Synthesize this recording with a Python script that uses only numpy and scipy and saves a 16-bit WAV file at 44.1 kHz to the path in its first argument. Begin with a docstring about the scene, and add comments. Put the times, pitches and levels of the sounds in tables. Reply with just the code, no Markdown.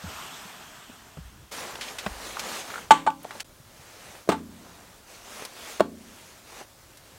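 """A winter forest, then a log hut with a wood stove. Faint air hisses in the trees and fades; a low
rumble and a few dull thumps run through both places. Indoors, a sleeve and a wrapper rustle by
friction, with small taps, over the hiss of bubbles bursting in a frying pan. A lump of butter drops
in and bounces, then two round buns land. Each impact excites the damped normal modes of the pan and
of the stove top under it, and the log walls reverberate."""
import sys
import numpy as np
from scipy import signal
from scipy.fft import rfft, irfft
from scipy.io import wavfile
from scipy.ndimage import uniform_filter1d

SR = 44100
rng = np.random.default_rng(int(sys.argv[2]) if len(sys.argv) > 2 else 0)


def store_wav(level_fs):
    """Save 16-bit WAV to argv[1]."""
    pcm = np.round(np.clip(np.atleast_2d(level_fs), -1, 1) * 32767)
    wavfile.write(sys.argv[1], SR, pcm.T.astype(np.int16))


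N = 316638


def amp(db):
    """Amplitude ratio of a level in decibels."""
    return 10 ** (np.asarray(db) / 20)


def unit(x):
    """Normalisation to rms 1."""
    return x / np.sqrt(np.mean(x ** 2) + 1e-20)


def curve_at(points, hz):
    """Interpolation on a logarithmic frequency axis."""
    f, value = np.transpose(points)
    return np.interp(np.log(hz + 1), np.log(f + 1), value)


def add(mix, start_s, sound):
    """Superposition: a sound adds to the mix from start_s on."""
    part = mix[max(round(start_s * SR), 0):][:len(sound)]
    part += sound[:len(part)]


def colour(x, curve_db):
    """Spectral shaping by a gain in dB that depends on frequency; rms 1."""
    hz = np.fft.rfftfreq(len(x), 1 / SR)
    return unit(irfft(rfft(x) * amp(curve_db(hz)), len(x)))


def rolloff(ratio, order):
    """Butterworth response in dB: flat below ratio 1, falling 6 dB an octave per order above."""
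    return -10 * np.log10(1 + ratio ** (2 * order))


def resonance(hz, centre_hz, octaves):
    """A broad resonance in dB, symmetric in log frequency."""
    return 2 * rolloff(np.log2((hz + 1) / centre_hz) / octaves, 1)


def highpass(x, hz):
    """Second-order attenuation of the bass below hz."""
    return signal.sosfilt(signal.butter(2, hz, "highpass", fs=SR, output="sos"), x)


def grainy(grains_per_s, grain_db):
    """Gaussian hiss plus shot noise: sparse clicks of uneven size."""
    sizes = np.clip(rng.standard_normal(N) * rng.exponential(1, N), -3, 3)
    clicks = sizes * (rng.random(N) < grains_per_s / SR)
    return rng.standard_normal(N) + amp(grain_db) * unit(clicks)


def patchy(x, depth_db):
    """Random modulation: patches of the spectrum, some 400 Hz by 50 ms, swell and sink."""
    spectra = signal.stft(x, nperseg=512)[2]
    field = uniform_filter1d(rng.standard_normal(spectra.shape), size=5, axis=0)
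    field = unit(uniform_filter1d(field, size=8, axis=1))
    return unit(signal.istft(spectra * amp(depth_db * field), nperseg=512)[1][:N])


def decay(t, t60, rise_s):
    """Exponential damping, 60 dB in t60 seconds, after a smooth onset."""
    return (1 - np.exp(-t / rise_s)) * amp(-60 * t / t60)


def burst(curve_db, t60):
    """Many tiny contacts at once sum to a decaying puff of coloured noise."""
    t = np.arange(SR // 4) / SR
    return colour(rng.standard_normal(len(t)), curve_db) * decay(t, t60, rise_s=0.00027)


# spectrum of air in the trees: f/Hz, relative level/dB
AIR_SPECTRUM = [(59, -36), (100, -9), (254, -4), (328, -8), (471, -7), (523, -11.5), (620, -2.5),
                (1360, -0.5), (2260, -8), (3310, -5), (3930, -11.5), (8250, -12), (10200, -22.5),
                (13400, -17), (15900, -30)]


def forest_air(air_db=-40, far_db=-59, swell_s=0.095, hold_until_s=0.22, fade_db_per_s=14.5):
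    """Broadband noise of air in the trees swells, holds and decays exponentially into a far hiss."""
    t = np.arange(N) / SR
    hiss = colour(grainy(900, -15), lambda hz: curve_at(AIR_SPECTRUM, hz))
    hiss = patchy(hiss, depth_db=1.54)
    far = colour(rng.standard_normal(N), lambda hz: rolloff(hz / 8000, 1))
    swell_db = -5.5 * np.maximum(1 - t / swell_s, 0)
    fade_db = -fade_db_per_s * np.maximum(t - hold_until_s, 0)
    return hiss * amp(air_db + swell_db + fade_db) + amp(far_db) * far


# envelope of the rumble: t/s, level/dB
RUMBLE_ENVELOPE = [(0, -62.5), (1.4, -57), (1.65, -56), (2.1, -58.5), (4.1, -61), (5.2, -68.5),
                   (6.7, -64.5), (7.1, -62)]


def air_rumble(centre_hz=75, octaves=1.8, lumps_db=3, lumps_per_s=12):
    """Moving air gives low-frequency noise, made lumpy by random amplitude modulation."""
    t = np.arange(N) / SR
    low = colour(rng.standard_normal(N),
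                 lambda hz: resonance(hz, centre_hz, octaves) + 2 * rolloff(hz / 500, 1))
    lumps = np.interp(t * lumps_per_s, np.arange(128), rng.standard_normal(128))
    level_db = np.interp(t, *np.transpose(RUMBLE_ENVELOPE))
    return amp(level_db) * unit(low * amp(lumps_db * lumps))


# dull thumps: t/s, bump level/dB, bump f/Hz, boom level/dB, boom f/Hz, boom T60/s,
# slap level/dB, slap f/Hz
DULL_THUMPS = [(.039, -24, 179, -34.5, 75, 0.36, -39, 220), (0.453, -35, 185, -60, 80, .1, -50, 300),
               (.785, -44, 159, -60, 80, .1, -60, 200), (.895, -36, 251, -53, 89.5, .3, -43, 220),
               (1.171, -29.5, 150, -48, 65, .3, -36.5, 380), (1.185, -29, 165, -38, 58, 0.82, -56, 200),
               (2.063, -20.5, 196, -36, 52, 0.73, -20, 766), (3.599, -40, 131, -60, 70, 0.17, -60, 200),
               (3.66, -41, 120, -60, 70, .15, -62, 200), (3.795, -42, 135, -50.5, 70, 0.17, -56, 195),
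               (7.135, -43.5, 150, -48, 75, 0.27, -60.5, 199)]


def thumps(sag=0.45, sag_s=0.03, slap_octaves=1.56, roughness=0.57):
    """Damped oscillations: a short bump and a deep, uneven boom of falling pitch, with a noisy slap."""
    out, t = np.zeros(N), np.arange(SR) / SR
    for start, bump_db, bump_hz, boom_db, boom_hz, boom_t60, slap_db, slap_hz in DULL_THUMPS:
        bump = np.sin(2 * np.pi * bump_hz * t) * decay(t, t60=0.058, rise_s=0.0019)
        waver = 1 + roughness * colour(rng.standard_normal(SR), lambda hz: rolloff(hz / 30, 2))
        cycles = np.cumsum(boom_hz * (1 + sag * np.exp(-t / sag_s))) / SR
        boom = waver * np.sin(2 * np.pi * cycles) * decay(t, boom_t60, rise_s=0.014)
        slap = burst(lambda hz: resonance(hz, slap_hz, slap_octaves) + 2 * rolloff(hz / slap_hz / 5, 1),
                     t60=0.044)
        add(out, start, amp(bump_db) * bump + amp(boom_db) * boom)
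        add(out, start, amp(slap_db) * slap)
    return out


def stroke_speed(start, rise_s, fall_s):
    """Speed of the hand, 0 to 1: a power-law rise, then a nearly Gaussian fall to rest."""
    t = np.arange(N) / SR - start
    speeding_up = np.clip(t / rise_s, 0, 1) ** 0.66
    slowing_down = np.exp(-(np.maximum(t - rise_s, 0) / fall_s) ** 2.1)
    return speeding_up * slowing_down


# strokes of sleeve and wrapper: t/s, rise/s, fall/s, hiss level/dB, fold level/dB relative to the hiss
HAND_STROKES = [(1.47, 0.036, .17, -39.5, -2), (1.56, 0.039, 0.26, -44, 3), (1.791, 0.083, 0.081, -42.5, 0),
                (1.88, .15, 0.42, -46, 1.5), (2.16, .11, 0.1, -41.5, -2), (2.31, .19, 0.082, -38.5, 0.5),
                (2.51, 0.047, 0.1, -38, -2), (2.639, 0.064, 0.15, -43, 1.5), (3.18, 0.19, 0.058, -50, 2.5),
                (3.62, .5, .12, -50, -0.5), (4.45, .22, .4, -56.5, 3), (5.06, 0.04, 0.32, -51.5, -2),
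                (5.22, .17, 0.1, -44, 0), (5.48, 0.23, .09, -42, -3), (5.94, 0.25, 0.29, -52, -2.5),
                (6.439, 0.15, 0.051, -47, 0), (6.62, 0.65, .2, -57.5, -1)]
# spectrum of the rustle: f/Hz, relative level/dB
RUSTLE_SPECTRUM = [(88, -38), (150, -9.5), (230, -3.5), (303, -6), (448, -0.5), (661, -1.5), (715, 0),
                   (958, -1.5), (2180, -5.5), (5240, -10), (6240, -8.5), (12600, -18.5), (15900, -23.5)]


def rustle(split_hz=2000, rest_db=-66):
    """Friction noise follows speed: sliding fibres hiss, folds flap lower and more coarsely."""
    hiss_power = fold_power = amp(rest_db) ** 2
    for start, rise_s, fall_s, hiss_db, folds_db in HAND_STROKES:
        power = (amp(hiss_db) * stroke_speed(start, rise_s, fall_s)) ** 2
        hiss_power = hiss_power + power  # incoherent sources add in power
        fold_power = fold_power + power * amp(folds_db) ** 2
    hiss = colour(grainy(2500, -7.5),
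                  lambda hz: curve_at(RUSTLE_SPECTRUM, hz) + rolloff(split_hz / (hz + 1), 3))
    folds = colour(grainy(500, -8), lambda hz: curve_at(RUSTLE_SPECTRUM, hz) + rolloff(hz / split_hz, 3))
    sliding = patchy(hiss, depth_db=1.8) * np.sqrt(hiss_power)
    flapping = patchy(folds, depth_db=0.5) * np.sqrt(fold_power)
    return sliding + flapping


# spectrum of frying and stove draught: f/Hz, relative level/dB
FRYING_SPECTRUM = [(15, -29.5), (25, -3), (117, -4.5), (153, -16.5), (195, -13), (308, -9.5), (383, -9.5),
                   (475, -21), (529, -8.5), (816, -16), (1220, -13.5), (2470, -20), (3420, -18),
                   (6530, -18.5), (15900, -24)]


def frying(level_db=-55):
    """Tiny bubbles burst at random and sum to steady noise over the low draught of the stove."""
    sizzle = colour(grainy(500, -13.5), lambda hz: curve_at(FRYING_SPECTRUM, hz))
    return amp(level_db) * patchy(sizzle, depth_db=1.3)


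# taps and crinkles of knife, wrapper and sleeve: t/s, level/dB, centre f/Hz, half-width/octaves, T60/s
SMALL_CONTACTS = [(1.755, -27, 1030, 1.14, 0.022), (1.81, -31.5, 2700, 1.1, 0.21),
                  (1.882, -34, 2580, 0.67, 0.066), (1.985, -30.5, 2580, 1.5, 0.11),
                  (2.369, -26, 1010, 0.47, 0.036), (2.394, -27.5, 2770, 1.8, 0.077),
                  (2.702, -30, 1170, 0.51, 0.037), (2.74, -27, 1470, 0.37, 0.023),
                  (2.757, -28, 1290, 0.31, .035), (2.779, -29, 1300, 0.3, .035),
                  (3.231, -42.5, 13150, 0.51, 0.035), (3.245, -34.5, 700, 1, 0.022),
                  (3.251, -29, 700, 0.31, 0.032), (3.308, -32, 1220, 0.91, 0.052),
                  (3.35, -39.5, 694, 0.42, 0.096), (3.399, -30, 2100, 0.71, 0.017),
                  (3.4034, -26.5, 3500, 1.5, 0.043), (4.152, -42, 695, 0.53, 0.042),
                  (5.422, -32.5, 596, 0.91, 0.048), (5.4505, -30, 3000, 2.7, 0.038),
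                  (6.612, -36.5, 597, 0.57, 0.048), (6.972, -46, 6900, 1.4, 0.06)]


def taps(top_hz=9000):
    """Each small, dry contact excites one broad, heavily damped resonance."""
    out = np.zeros(N)
    for start, db, centre_hz, octaves, t60 in SMALL_CONTACTS:
        tap = burst(lambda hz: resonance(hz, centre_hz, octaves) + rolloff(hz / top_hz, 2), t60)
        add(out, start, amp(db) * tap)
    return out


def ring(modes, contact_s, rise_s, order, alternate):
    """Free vibration after a blow: a long contact excites high modes weakly, more so in heavy metal."""
    t = np.arange(SR) / SR
    hz, db, t60 = np.transpose(modes)[:, :, None]
    excitation = amp(db) / np.hypot(1, hz * contact_s) ** order
    partials = excitation * np.cos(2 * np.pi * hz * t) * decay(t, t60, rise_s)
    if alternate:  # away from the struck spot, neighbouring modes of a plate swing in antiphase
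        partials *= (-1.) ** np.arange(len(hz))[:, None]
    return partials.sum(0)


# normal modes of the frying pan: f/Hz, relative level/dB, T60/s
PAN_MODES = [(168, -36.5, .6), (271.3, -32, .4), (304, -34.5, .5), (343, -22.5, 0.092), (549, -40.5, 0.42),
             (812, -23, .2), (877, -.5, .078), (894, -24, 0.21), (1020, -27, .25), (1117, -14.5, .05),
             (1150, -14.5, .15), (1486, -14, .07), (1502, -23.5, 0.092), (1820, -29.5, .06),
             (2300, -23, .07), (2720, -26.5, 0.039), (3040, -24.5, .07), (3340, -26, 0.047),
             (3610, -22, 0.055), (3885, -25.5, .05), (4330, -25, .075), (5500, -31, .05),
             (6675, -30.5, .05), (6895, -31, .07), (7500, -23, .04), (8140, -20.5, 0.05)]
# normal modes of the stove top loaded by the pan: f/Hz, relative level/dB, T60/s
STOVE_MODES = [(84.6, -42.5, 1.2), (173, -33.5, 0.72), (204, -13, .07), (226.4, -33, 1), (257.6, -32, .65),
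               (286.4, -27, 0.37), (350, -1.5, .036), (623, 7.5, .022), (399, -32, .37), (702, -34, .3),
               (836, -30, 0.18), (930, -12.5, .02), (1125, -13.5, .05), (1313, -28, 0.068),
               (1580, -22, .04)]


def pan_on_stove(impacts, contact_spectrum):
    """Impact excitation: pan and stove top ring together, while the food adds contact noise."""
    out = np.zeros(N)
    for start, pan_db, stove_db, contact_s, noise_db, noise_t60 in impacts:
        pan = ring(PAN_MODES, contact_s, rise_s=0.0004, order=1, alternate=False)
        stove = ring(STOVE_MODES, contact_s, rise_s=0.00094, order=2, alternate=True)
        noise = burst(lambda hz: curve_at(contact_spectrum, hz), noise_t60)
        add(out, start, amp(pan_db) * highpass(pan, hz=170))  # thin metal radiates little bass
        add(out, start, amp(stove_db) * highpass(stove, hz=60))
        add(out, start, amp(noise_db) * highpass(noise, hz=140))
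    return out


# impacts of the butter: t/s, pan gain/dB, stove gain/dB, contact time/s, splat level/dB, splat T60/s
BUTTER_IMPACTS = [(2.9075, 2.5, -24.5, 0.00027, -11.5, 0.04), (2.9167, -36, -38.5, 0.000056, -14.5, 0.045),
                  (2.935, -48, -35, .0005, -31.5, .3), (3.0648, -18, -50, 0.00003, -33, 0.025),
                  (3.0665, -14, -31, 0.0005, -39, .04), (3.0738, -6, -51, 0.00076, -45, 0.14),
                  (3.1035, -43, -55, .0001, -31, 0.012)]
# spectrum of the wet splat: f/Hz, relative level/dB
SPLAT_SPECTRUM = [(40, -10), (300, 6), (600, -3), (1500, 1), (3300, -1.5), (5000, -15), (8000, -6.5),
                  (10000, -22.5), (16000, -30)]


def butter():
    """Inelastic impact: the lump strikes the pan with a wet splat and bounces more weakly."""
    return pan_on_stove(BUTTER_IMPACTS, SPLAT_SPECTRUM)


# reverberation time of the hut: f/Hz, T60/s
HUT_DECAY = [(100, 3.4), (260, 0.94), (700, 0.21), (1800, 0.17), (5000, 0.27), (12000, 0.01)]
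# strength of the hut's reflections: f/Hz, level/dB
HUT_REFLECTIONS = [(80, -19.5), (160, -13), (270, -10), (450, -20), (700, -23.5), (900, -16), (1200, -10.5),
                   (4000, -11.5), (12000, -18.5)]


def hut_reverberation(x, build_up_s=0.0034):
    """Dense reflections from the log walls decay exponentially; the bass lasts longest."""
    hz, t, spectra = signal.stft(rng.choice([-1., 1.], SR), SR, nperseg=256)
    t60 = curve_at(HUT_DECAY, hz)[:, None]
    level_db = curve_at(HUT_REFLECTIONS, hz)[:, None]
    equal_energy = np.sqrt(2 * np.log(1000) / (t60 * SR))  # a longer decay adds no energy
    spectra *= amp(level_db - 60 * t / t60) * equal_energy
    tail = signal.istft(spectra, SR, nperseg=256)[1]
    tail *= 1 - np.exp(-(np.arange(len(tail)) / SR / build_up_s) ** 2)
    return signal.fftconvolve(x, tail)[:N]


# impacts of the buns: t/s, pan gain/dB, stove gain/dB, contact time/s, scuff level/dB, scuff T60/s
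BUN_IMPACTS = [(4.2755, -60, -27.5, 0.0023, -46, 0.034), (4.2898, -24, 0.5, 0.0033, -16, 0.061),
               (4.2969, -21, -16, .002, -24, 0.11), (4.3176, -37, -34, 0.0012, -24.5, 0.097),
               (4.3246, -22, -30, .0003, -29, 0.059), (4.345, -25, -30, 0.0017, -44.5, 0.27),
               (5.7975, -34, -30, .00015, -23.5, 0.046), (5.8055, -24, -7, .0001, -14.5, .02)]
# spectrum of the scuffing crust: f/Hz, relative level/dB
SCUFF_SPECTRUM = [(60, -14), (300, 4), (700, -0.5), (1200, 3), (1600, -2.5), (2500, -9), (3600, -9.5),
                  (5500, -19.5), (8500, -17), (10500, -30), (16000, -29)]


def buns():
    """Momentum transfer: two buns land with a scuff of crust and knock the pan on the stove top."""
    return pan_on_stove(BUN_IMPACTS, SCUFF_SPECTRUM)


def scene(indoors_s=1.511, crossfade_s=0.0071, dip_db=-24):
    """The sources superpose; the forest gives way to the hut, whose level dips once for an instant."""
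    t = np.arange(N) / SR
    indoors = np.clip((t - indoors_s) / crossfade_s, 0, 1)
    impacts = butter() + buns()
    hut = rustle() + frying() + taps() + impacts + hut_reverberation(impacts)
    dip = amp(dip_db * ((t > 3.432) & (t < 3.4445)))
    mix = (1 - indoors) * forest_air() + air_rumble() + thumps() + indoors * hut * dip
    return highpass(mix, hz=29)[None]


def record(dry, edge_hz=15950):
    """Saturation clips the hardest blow; a low-pass filter then limits the bandwidth."""
    clipped = np.clip(dry, -1, 1)
    lowpass = signal.firwin(511, edge_hz, window=("kaiser", 9), fs=SR)
    return signal.oaconvolve(clipped, lowpass[None], "same")


dry = scene()
out = record(dry)
store_wav(out)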